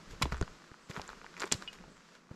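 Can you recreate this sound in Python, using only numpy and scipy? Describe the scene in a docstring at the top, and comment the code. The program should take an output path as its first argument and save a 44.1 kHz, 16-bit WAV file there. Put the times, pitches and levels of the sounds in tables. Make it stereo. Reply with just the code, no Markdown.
"""Slow steps on a stony lakeside path

Each step thuds, grinds grit and knocks pebbles together; one clatters on a loose slab, another
cracks something brittle, and a flat stone clinks as it settles. The hardest steps rock the
hand-held camera. Behind them breeze and water hiss, air nudges the microphone and a small bird
whistles thinly far off."""
import sys
import numpy as np
from scipy import signal
from scipy.fft import rfft, irfft, next_fast_len
from scipy.io import wavfile

SR = 44100
rng = np.random.default_rng(int(sys.argv[2]) if len(sys.argv) > 2 else 0)


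def bounce(signal):
    """Save signal as a 16-bit WAV file at the path given by the first command-line argument."""
    frames = np.transpose(np.atleast_2d(signal))
    limited = np.clip(frames, -1, 1)
    pcm = np.round(limited * 32767).astype(np.int16)
    wavfile.write(sys.argv[1], SR, pcm)


N = 103635
T = np.arange(N) / SR


def from_db(db):
    """Decibels to gain."""
    return 10 ** (np.asarray(db) / 20)


def fader(points):
    """A gain curve through (time_s, level_db) points."""
    return from_db(np.interp(T, *np.transpose(points)))


def rms_one(x):
    """Scale to unit power."""
    return x / np.sqrt(np.mean(x ** 2) + 1e-20)


def panned(x, pan_db):
    """Place a sound by level difference; positive is left."""
    return x * from_db(np.array([[.5], [-.5]]) * pan_db)


def at_hz(points, hz):
    """Read a curve on a log-frequency axis."""
    freqs, values = np.transpose(points)
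    return np.interp(np.log(hz + 1), np.log(freqs), values)


def coloured(x, spectrum):
    """Give a white signal a spectrum, at unit power."""
    size = next_fast_len(N)
    gain = from_db(at_hz(spectrum, np.fft.rfftfreq(size, 1 / SR)))
    return rms_one(irfft(rfft(x, size) * gain, size)[..., :N])


def butter(x, hz, kind, order=2):
    """Butterworth filter."""
    return signal.sosfilt(signal.butter(order, hz, kind, fs=SR, output="sos"), x)


def dying(t, t60):
    """Decay by 60 dB in t60 seconds."""
    return np.exp(-np.log(1000) * t / t60)


def ring(hz, t60):
    """One struck mode, a quarter of a second long."""
    t = T[:SR // 4]
    return np.sin(2 * np.pi * hz * t) * dying(t, t60)


def add(out, start, x):
    """Mix a sound in at a time in seconds."""
    i = int(start * SR)
    out[..., i:i + x.shape[-1]] += x[..., :N - i]


# Stereo image of the ambience: freq_hz, left_right_correlation
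AIR_LIKENESS = [(60, .8), (180, 0.94), (550, 0.82), (1650, 0.23), (5000, 1), (12000, .6)]

def wide_noise():
    """White stereo noise, partly alike in both ears."""
    size = next_fast_len(N)
    alike = at_hz(AIR_LIKENESS, np.fft.rfftfreq(size, 1 / SR))
    mid, side = rfft(rng.standard_normal((2, size)))
    return irfft(np.sqrt(1 + alike) * mid + np.sqrt(1 - alike) * side * [[1], [-1]], size)


# Tone of the low wash and of the leafy hiss: freq_hz, level_db
WASH_COLOUR = [(30, -23), (100, -30.5), (135, -6.5), (175, 3), (230, -1), (320, -4.5), (480, -7),
               (800, -16.5), (1150, -12), (1500, -14), (2500, -27), (6000, -47.5)]
HISS_COLOUR = [(150, -27), (400, 3), (800, -2), (1100, 4.5), (1450, 5), (2200, -1), (3500, -4.5),
               (5000, -4.5), (7600, -9), (8600, -18), (12800, -25.5), (14500, -68)]
# Their fader rides: time_s, level_db
WASH_LEVEL = [(0, -58), (.5, -58.5), (.82, -66), (1.3, -59), (1.65, -61.5), (1.92, -59.5), (2.05, -65.5),
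              (2.35, -61.5)]
HISS_LEVEL = [(0, -58.5), (.45, -57.5), (.8, -62.5), (1.15, -59), (1.65, -58), (1.95, -63), (2.15, -60.5),
              (2.22, -68), (2.29, -67.5), (2.35, -63)]

def breeze():
    """A low bed of wind and water, with grass and leaves hissing in swells."""
    wash = fader(WASH_LEVEL) * coloured(wide_noise(), WASH_COLOUR)
    hiss = fader(HISS_LEVEL) * coloured(wide_noise(), HISS_COLOUR)
    return panned(wash + hiss, pan_db=1.5)


# Tone of the wind rumble: freq_hz, level_db
BUFFET_COLOUR = [(15, 0), (35, 3.5), (80, -9.5), (200, -17), (600, -37), (3000, -92)]
# Its gusts: time_s, level_db
BUFFET_LEVEL = [(0, -63), (.09, -51.5), (.2, -52.5), (.36, -49), (.52, -54.5), (.6, -77), (.85, -78),
                (1.0, -66), (1.2, -64), (1.4, -80.5), (1.85, -58.5), (2.08, -82.5), (2.35, -81)]

def buffeting():
    """Air nudges the microphone with a soft rumble."""
    turbulence = rng.standard_normal(N) + .4 * rng.standard_normal((2, N))
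    return panned(coloured(turbulence, BUFFET_COLOUR) * fader(BUFFET_LEVEL), pan_db=-1.5)


# Thin bird calls: start_s, length_s, start_hz, end_hz, level_db
WHISTLES = [(0.792, 0.12, 8300, 7400, -73), (1.268, .08, 6240, 6140, -84), (1.865, .17, 8150, 7150, -74.5)]

def bird():
    """Falling whistles, blurred by distance into narrow bands of noise."""
    out = np.zeros(N)
    blur = rms_one(butter(rng.standard_normal((2, N)), 330, "low"))
    for start, length, start_hz, end_hz, db in WHISTLES:
        progress = np.linspace(0, 1, int(length * SR))
        glide_hz = start_hz + (end_hz - start_hz) * progress
        swell = 2 * from_db(db) * np.sin(np.pi * progress)
        add(out, start, swell * np.sin(2 * np.pi * np.cumsum(glide_hz) / SR))
    return out * blur


def surroundings(x):
    """Add quick scatter from the ground and a faint tail from the hillside."""
    t = T[:SR // 2]
    echo = 0
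    for db, t60 in ((-9.5, .024), (-22, .46)):  # ground, hillside
        diffuse = rng.standard_normal(len(t)) + .57 * rng.standard_normal((2, len(t)))
        tail = diffuse * dying(t, t60) * (t > .001)
        echo = echo + from_db(db) * rms_one(tail) / np.sqrt(len(t))
    return x + signal.fftconvolve(x, echo, axes=1)[:, :N]


def grains(per_s, spread_db):
    """Random clicks of uneven size."""
    sizes = from_db(spread_db * np.minimum(rng.exponential(1, N), 4)) * rng.choice([-1, 1], N)
    return sizes * (rng.random(N) < per_s / SR)


# Tone of loose gravel: freq_hz, level_db
CRUMB_COLOUR = [(300, -11.5), (800, -10.5), (1300, -2), (2000, -7.5), (3500, -17), (7000, -22), (9000, -38),
                (15000, -58)]

def crumbs():
    """Stray crumbs of gravel tick faintly, riding the same fader as the leafy hiss."""
    ticks = coloured(grains(per_s=150, spread_db=2), CRUMB_COLOUR)
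    return panned(from_db(-66) * rms_one(fader(HISS_LEVEL)) * ticks, pan_db=2.5)


# Scuffs of the sole: peak_s, level_db, rise_s, t60_s, treble_db
SCUFFS = [(0.111, -60, 0.012, 0.16, 14.5), (0.231, -43.5, 0.0098, 0.1, 10),
          (0.325, -40.5, 0.0059, 0.051, 0.5), (0.348, -47.5, 0.029, 0.11, -5),
          (0.9, -49.5, 0.0052, 0.12, 9), (0.967, -46, 0.031, 0.38, 1), (1.099, -53, 0.075, .4, 0.5),
          (1.377, -52, .005, 0.14, 2), (1.402, -45.5, .002, .15, 9), (1.42, -40.5, 0.01, .17, 0.5),
          (1.475, -50.5, 0.012, 0.057, 8.5), (1.528, -45.5, 0.0051, 0.098, 11),
          (1.539, -51, 0.0082, 0.21, 11), (1.624, -48.5, 0.0093, 0.11, 3.5), (1.73, -58, .002, .13, 14.5),
          (1.83, -65, .03, 0.34, -10), (2.153, -60.5, 0.008, 0.12, 2), (2.314, -63, 0.012, 0.17, 1)]
# Tone of the crunch: freq_hz, level_db
GRIT_COLOUR = [(180, -15), (300, -5), (396, 0), (869, -7.5), (1010, 0.5), (1470, -3), (3170, -15),
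               (7300, -19.5), (9180, -32), (12300, -31), (15000, -58)]

def grit():
    """Dense grains grind under the sole, swelling and fading with each scuff."""
    body_power, treble_power = 0, 0
    for peak, db, rise, t60, treble_db in SCUFFS:
        attack = np.exp(np.minimum(T - peak, 0) / rise)
        push = from_db(db) * attack * dying(np.maximum(T - peak, 0), t60)
        body_power += push ** 2
        treble_power += (push * from_db(treble_db)) ** 2
    mid, side = (coloured(grains(per_s=5000, spread_db=4.5), GRIT_COLOUR) for _ in range(2))
    crunch = mid + from_db(-21) * side * [[1], [-1]]
    crossover_hz = 2630
    body = np.sqrt(body_power) * butter(crunch, crossover_hz, "low", order=3)
    treble = np.sqrt(treble_power) * butter(crunch, crossover_hz, "high", order=3)
    return panned(body + treble, pan_db=2.5)


# Contacts of the flat stone: start_s, level_db
CLINK_HITS = [(1.6764, -44), (1.6796, -50.5), (1.6839, -48)]
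# Its ring: pitch_hz, level_db, t60_s
CLINK_MODES = [(2520, -11, 0.13), (2590, -5, 0.081), (2892, 7.5, .045), (2980, -2, .035),
               (3260, -10, 0.055), (4630, -8, .045)]

def clink():
    """A flat stone, free to ring, rattles as it settles."""
    out = np.zeros(N)
    for start, db in CLINK_HITS:
        for hz, mode_db, t60 in CLINK_MODES:
            polarity = np.sign(rng.standard_normal())
            add(out, start, polarity * from_db(db + mode_db) * ring(hz, t60))
    return panned(out, pan_db=5)


# Chatter of the loose slab: start_s, level_db
SLAB_HITS = [(0.2217, -4.5), (0.2233, -4.5), (0.2255, -2.5), (0.2271, -5)]
# Its ring: pitch_hz, level_db, t60_s
SLAB_MODES = [(614, -5, 0.034), (1060, 5.5, 0.034), (1380, -14, 0.028), (2250, -0.5, 0.022),
              (2990, 2.5, 0.03), (3320, 0.5, 0.042), (3990, -1.5, 0.027), (4560, -12, .02),
              (5500, 0.5, 0.013), (7110, -2.5, 0.02), (9030, -9, 0.019)]
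# Tone of the grit beneath it: freq_hz, level_db
CRUSH_COLOUR = [(290, -23), (500, -26), (1110, 6.5), (1700, -6), (5540, 1), (6480, -21), (7160, -13),
                (12100, -23), (15000, -56)]

def slab():
    """Quick contacts ring the slab and crush the grit under it."""
    ring_db, crush_db = -30, -21.5
    ringing, pressure = np.zeros(N), np.zeros(N)
    for start, db in SLAB_HITS:
        add(pressure, start, from_db(db + crush_db) * dying(T, t60=.011))
        for hz, mode_db, t60 in SLAB_MODES:
            jitter_db = rng.standard_normal()
            gain = from_db(ring_db + db + mode_db + jitter_db)
            add(ringing, start, np.sign(jitter_db) * gain * ring(hz, t60))
    crush = pressure * coloured(rng.standard_normal(N), CRUSH_COLOUR)
    return panned(ringing + crush, pan_db=1.5)


# Brittle cracks: start_s, level_db, pitch_hz, t60_s, pan_db
SNAPS = [(.4126, -23, 1100, 0.0025, -17), (.4127, -25, 6500, 0.0015, -2), (.426, -36, 6100, 0.0011, -7),
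         (.3688, -40, 6500, 0.0015, -1), (.3778, -43, 7540, .002, 9), (0.9355, -44, 5000, 0.0089, -1),
         (1.0165, -24.5, 5000, 0.0013, 2), (1.078, -36.5, 7230, 0.0053, 5), (1.3666, -35.5, 2400, .005, 1),
         (1.3982, -26.5, 4900, 0.0021, 0), (1.403, -30, 7360, 0.0061, 7), (1.419, -22, 4100, 0.0017, -3.5),
         (1.456, -35, 8000, 0.0025, 9), (1.5162, -17, 3120, .002, 3), (1.5216, -12, 7600, 0.0027, 7.5),
         (1.524, -3.5, 5360, 0.00099, 1), (1.5239, -16, 7400, 0.0052, 2), (1.5241, -24, 4520, 0.0064, -4),
         (1.5309, -23, 4600, 0.0045, 2.5), (1.541, -23, 4400, 0.0018, -5), (1.623, -35, 4500, 0.00067, 5),
         (2.152, -38, 3800, .001, 3)]

def snaps():
    """Twigs and stone chips break with a very short bright ring and a spray of splinters."""
    out = np.zeros((2, N))
    spray = rms_one(butter(rng.standard_normal(N), [1500, 11000], "band", order=1))
    for start, db, hz, t60, pan_db in SNAPS:
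        tone = ring(hz, t60)
        splinters = np.roll(spray, -int(start * SR))[:len(tone)] * dying(T[:len(tone)], t60)
        add(out, start, panned(from_db(db) * (tone + from_db(-24.5) * splinters), pan_db))
    return out


# Pebble clacks: start_s, level_db, pitch_hz
PEBBLES = [(0.2157, -26, 950), (0.2552, -22, 980), (0.3219, -22, 1340), (.328, -30, 1170),
           (0.344, -30, 1310), (0.359, -35.5, 1330), (.369, -36, 1390), (0.381, -38, 1340),
           (0.4253, -24.5, 1420), (0.428, -35, 1260), (.478, -33.5, 1120), (.593, -99, 1150),
           (.620, -41, 1320), (0.641, -44, 1370), (0.715, -40.5, 1430), (0.742, -38, 1320),
           (0.9128, -31.5, 1990), (.964, -23.5, 1330), (.967, -32.5, 1190), (0.973, -34, 940),
           (.996, -29, 790), (1.091, -30, 1300), (1.101, -35, 1300), (1.131, -32.5, 1250),
           (1.215, -36.5, 1250), (1.244, -36.5, 925), (1.264, -33.5, 1550), (1.341, -35.5, 1330),
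           (1.3672, -30, 1980), (1.3785, -34, 1900), (1.419, -28, 1250), (1.4233, -23, 1400),
           (1.434, -21.5, 1280), (1.4404, -26.5, 1950), (1.4414, -30, 1100), (1.466, -38, 980),
           (1.477, -40, 1580), (1.623, -30.5, 1300), (1.730, -38.5, 2130), (1.787, -41.5, 1830),
           (1.8385, -39, 844), (2.152, -48, 1340), (2.292, -47, 1180), (2.31, -49.5, 1140)]
# A pebble's ring: pitch_ratio, level_db, t60_cycles
PEBBLE_MODES = [(.62, -5, 3.2), (1, 0.5, 8.15), (1.4, -3.5, 7.8), (2.2, -15.5, 13), (3.6, -13.5, 18)]

def pebbles():
    """Pebbles knock together, damped by the soil; each has slightly different partials."""
    out = np.zeros(N)
    trim_db = 1.5
    for start, db, hz in PEBBLES:
        for k, (ratio, mode_db, cycles) in enumerate(PEBBLE_MODES):
            detune, strength = rng.standard_normal(2) * (ratio != 1)  # the main mode holds steady
            mode_hz = hz * ratio * np.exp(.13 * detune)
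            gain = from_db(trim_db + db + mode_db + 2 * strength)
            add(out, start, (-1) ** k * gain * ring(mode_hz, cycles / mode_hz))
    return panned(out, pan_db=1.3)


# Jolts to the camera: start_s, level_db
JOLTS = [(0.2364, -29.5), (0.33, -32)]

def camera_rock():
    """Hard steps set the camera rocking in the hand with a low boom."""
    out = np.zeros(N)
    for start, db in JOLTS:
        add(out, start, from_db(db) * ring(hz=65.3, t60=.28))
    return out


# Soft blows of boots and handling: start_s, level_db, pitch_hz, swell_s, pan_db
THUDS = [(.131, -44.5, 94, 0.0042, -7), (0.2137, -28, 230, 0.0027, -1), (.226, -29.5, 133, 0.0087, 1),
         (.255, -34.5, 279, 0.0043, 0), (.322, -27, 128, 0.0036, 0.5), (0.4119, -26, 245, 0.0013, -14.5),
         (0.4137, -20.5, 88, 0.0023, -7.5), (.427, -26, 114, 0.0022, -9),
         (0.717, -40.5, 172, 0.00088, -15.5), (0.8958, -49, 295, 0.0037, 0), (0.8976, -33, 156, 0.0038, 0),
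         (.963, -47, 414, 0.002, -2), (0.973, -36.5, 168, 0.0048, -1), (0.992, -42.5, 65, 0.0062, 0.5),
         (1.093, -54, 38.3, 0.021, -1), (1.438, -33.5, 386, 0.0049, -0.5), (1.515, -38, 196, 0.0047, 3),
         (1.518, -35.5, 517, 0.0027, 1), (1.531, -38, 151, 0.0039, -4.5), (1.546, -33, 106, 0.0043, -0.5),
         (1.574, -50, 193, 0.019, -1), (1.80, -45.5, 178, 0.0082, 0), (1.875, -49.5, 198, 0.0055, 0),
         (2.3113, -35.5, 130.3, 0.003, 0), (2.339, -47.5, 230, 0.0033, 3)]

def thuds():
    """Each blow swells and dies within a few cycles while the soil crunches a little longer."""
    out, t = np.zeros((2, N)), T[:SR // 4]
    noise = rng.standard_normal(N) + .13 * rng.standard_normal((2, N))
    soil = rms_one(butter(noise, [150, 485], "band"))
    for start, db, hz, swell, pan_db in THUDS:
        blow, give = (age * np.exp(1 - age) for age in (t / swell, t / swell / 1.5))
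        thump = from_db(db) * blow ** 2 * np.sin(2 * np.pi * hz * t)
        crunch_db = -51 + .7 * (db + 35)  # harder blows crunch louder
        crunch = from_db(crunch_db) * give * np.roll(soil, -int(start * SR), axis=1)[:, :len(t)]
        add(out, start, panned(crunch - thump, pan_db))
    return out


def scene():
    """Stones and snaps, their top softened, echo outdoors over the footfalls and the ambience."""
    stones = butter(pebbles() + clink() + 1e-18, 5300, "low")  # tiny offset keeps the filters fast
    hard = stones + snaps()
    shelf_hz, shelf_db = 7660, -2
    top = from_db(shelf_db) * butter(hard, shelf_hz, "high", order=9)
    shelved = butter(hard, shelf_hz, "low", order=9) + top
    contacts = surroundings(butter(shelved, 11100, "low", order=3) + slab())
    steps = contacts + thuds() + camera_rock() + grit() + crumbs()
    return steps + breeze() + buffeting() + bird()


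def record(dry):
    """A steep high cut on the whole mix."""
    cutoff_hz = 15400
    return signal.sosfilt(signal.ellip(10, .2, 80, cutoff_hz, fs=SR, output="sos"), dry)


dry = scene()
out = record(dry)
bounce(out)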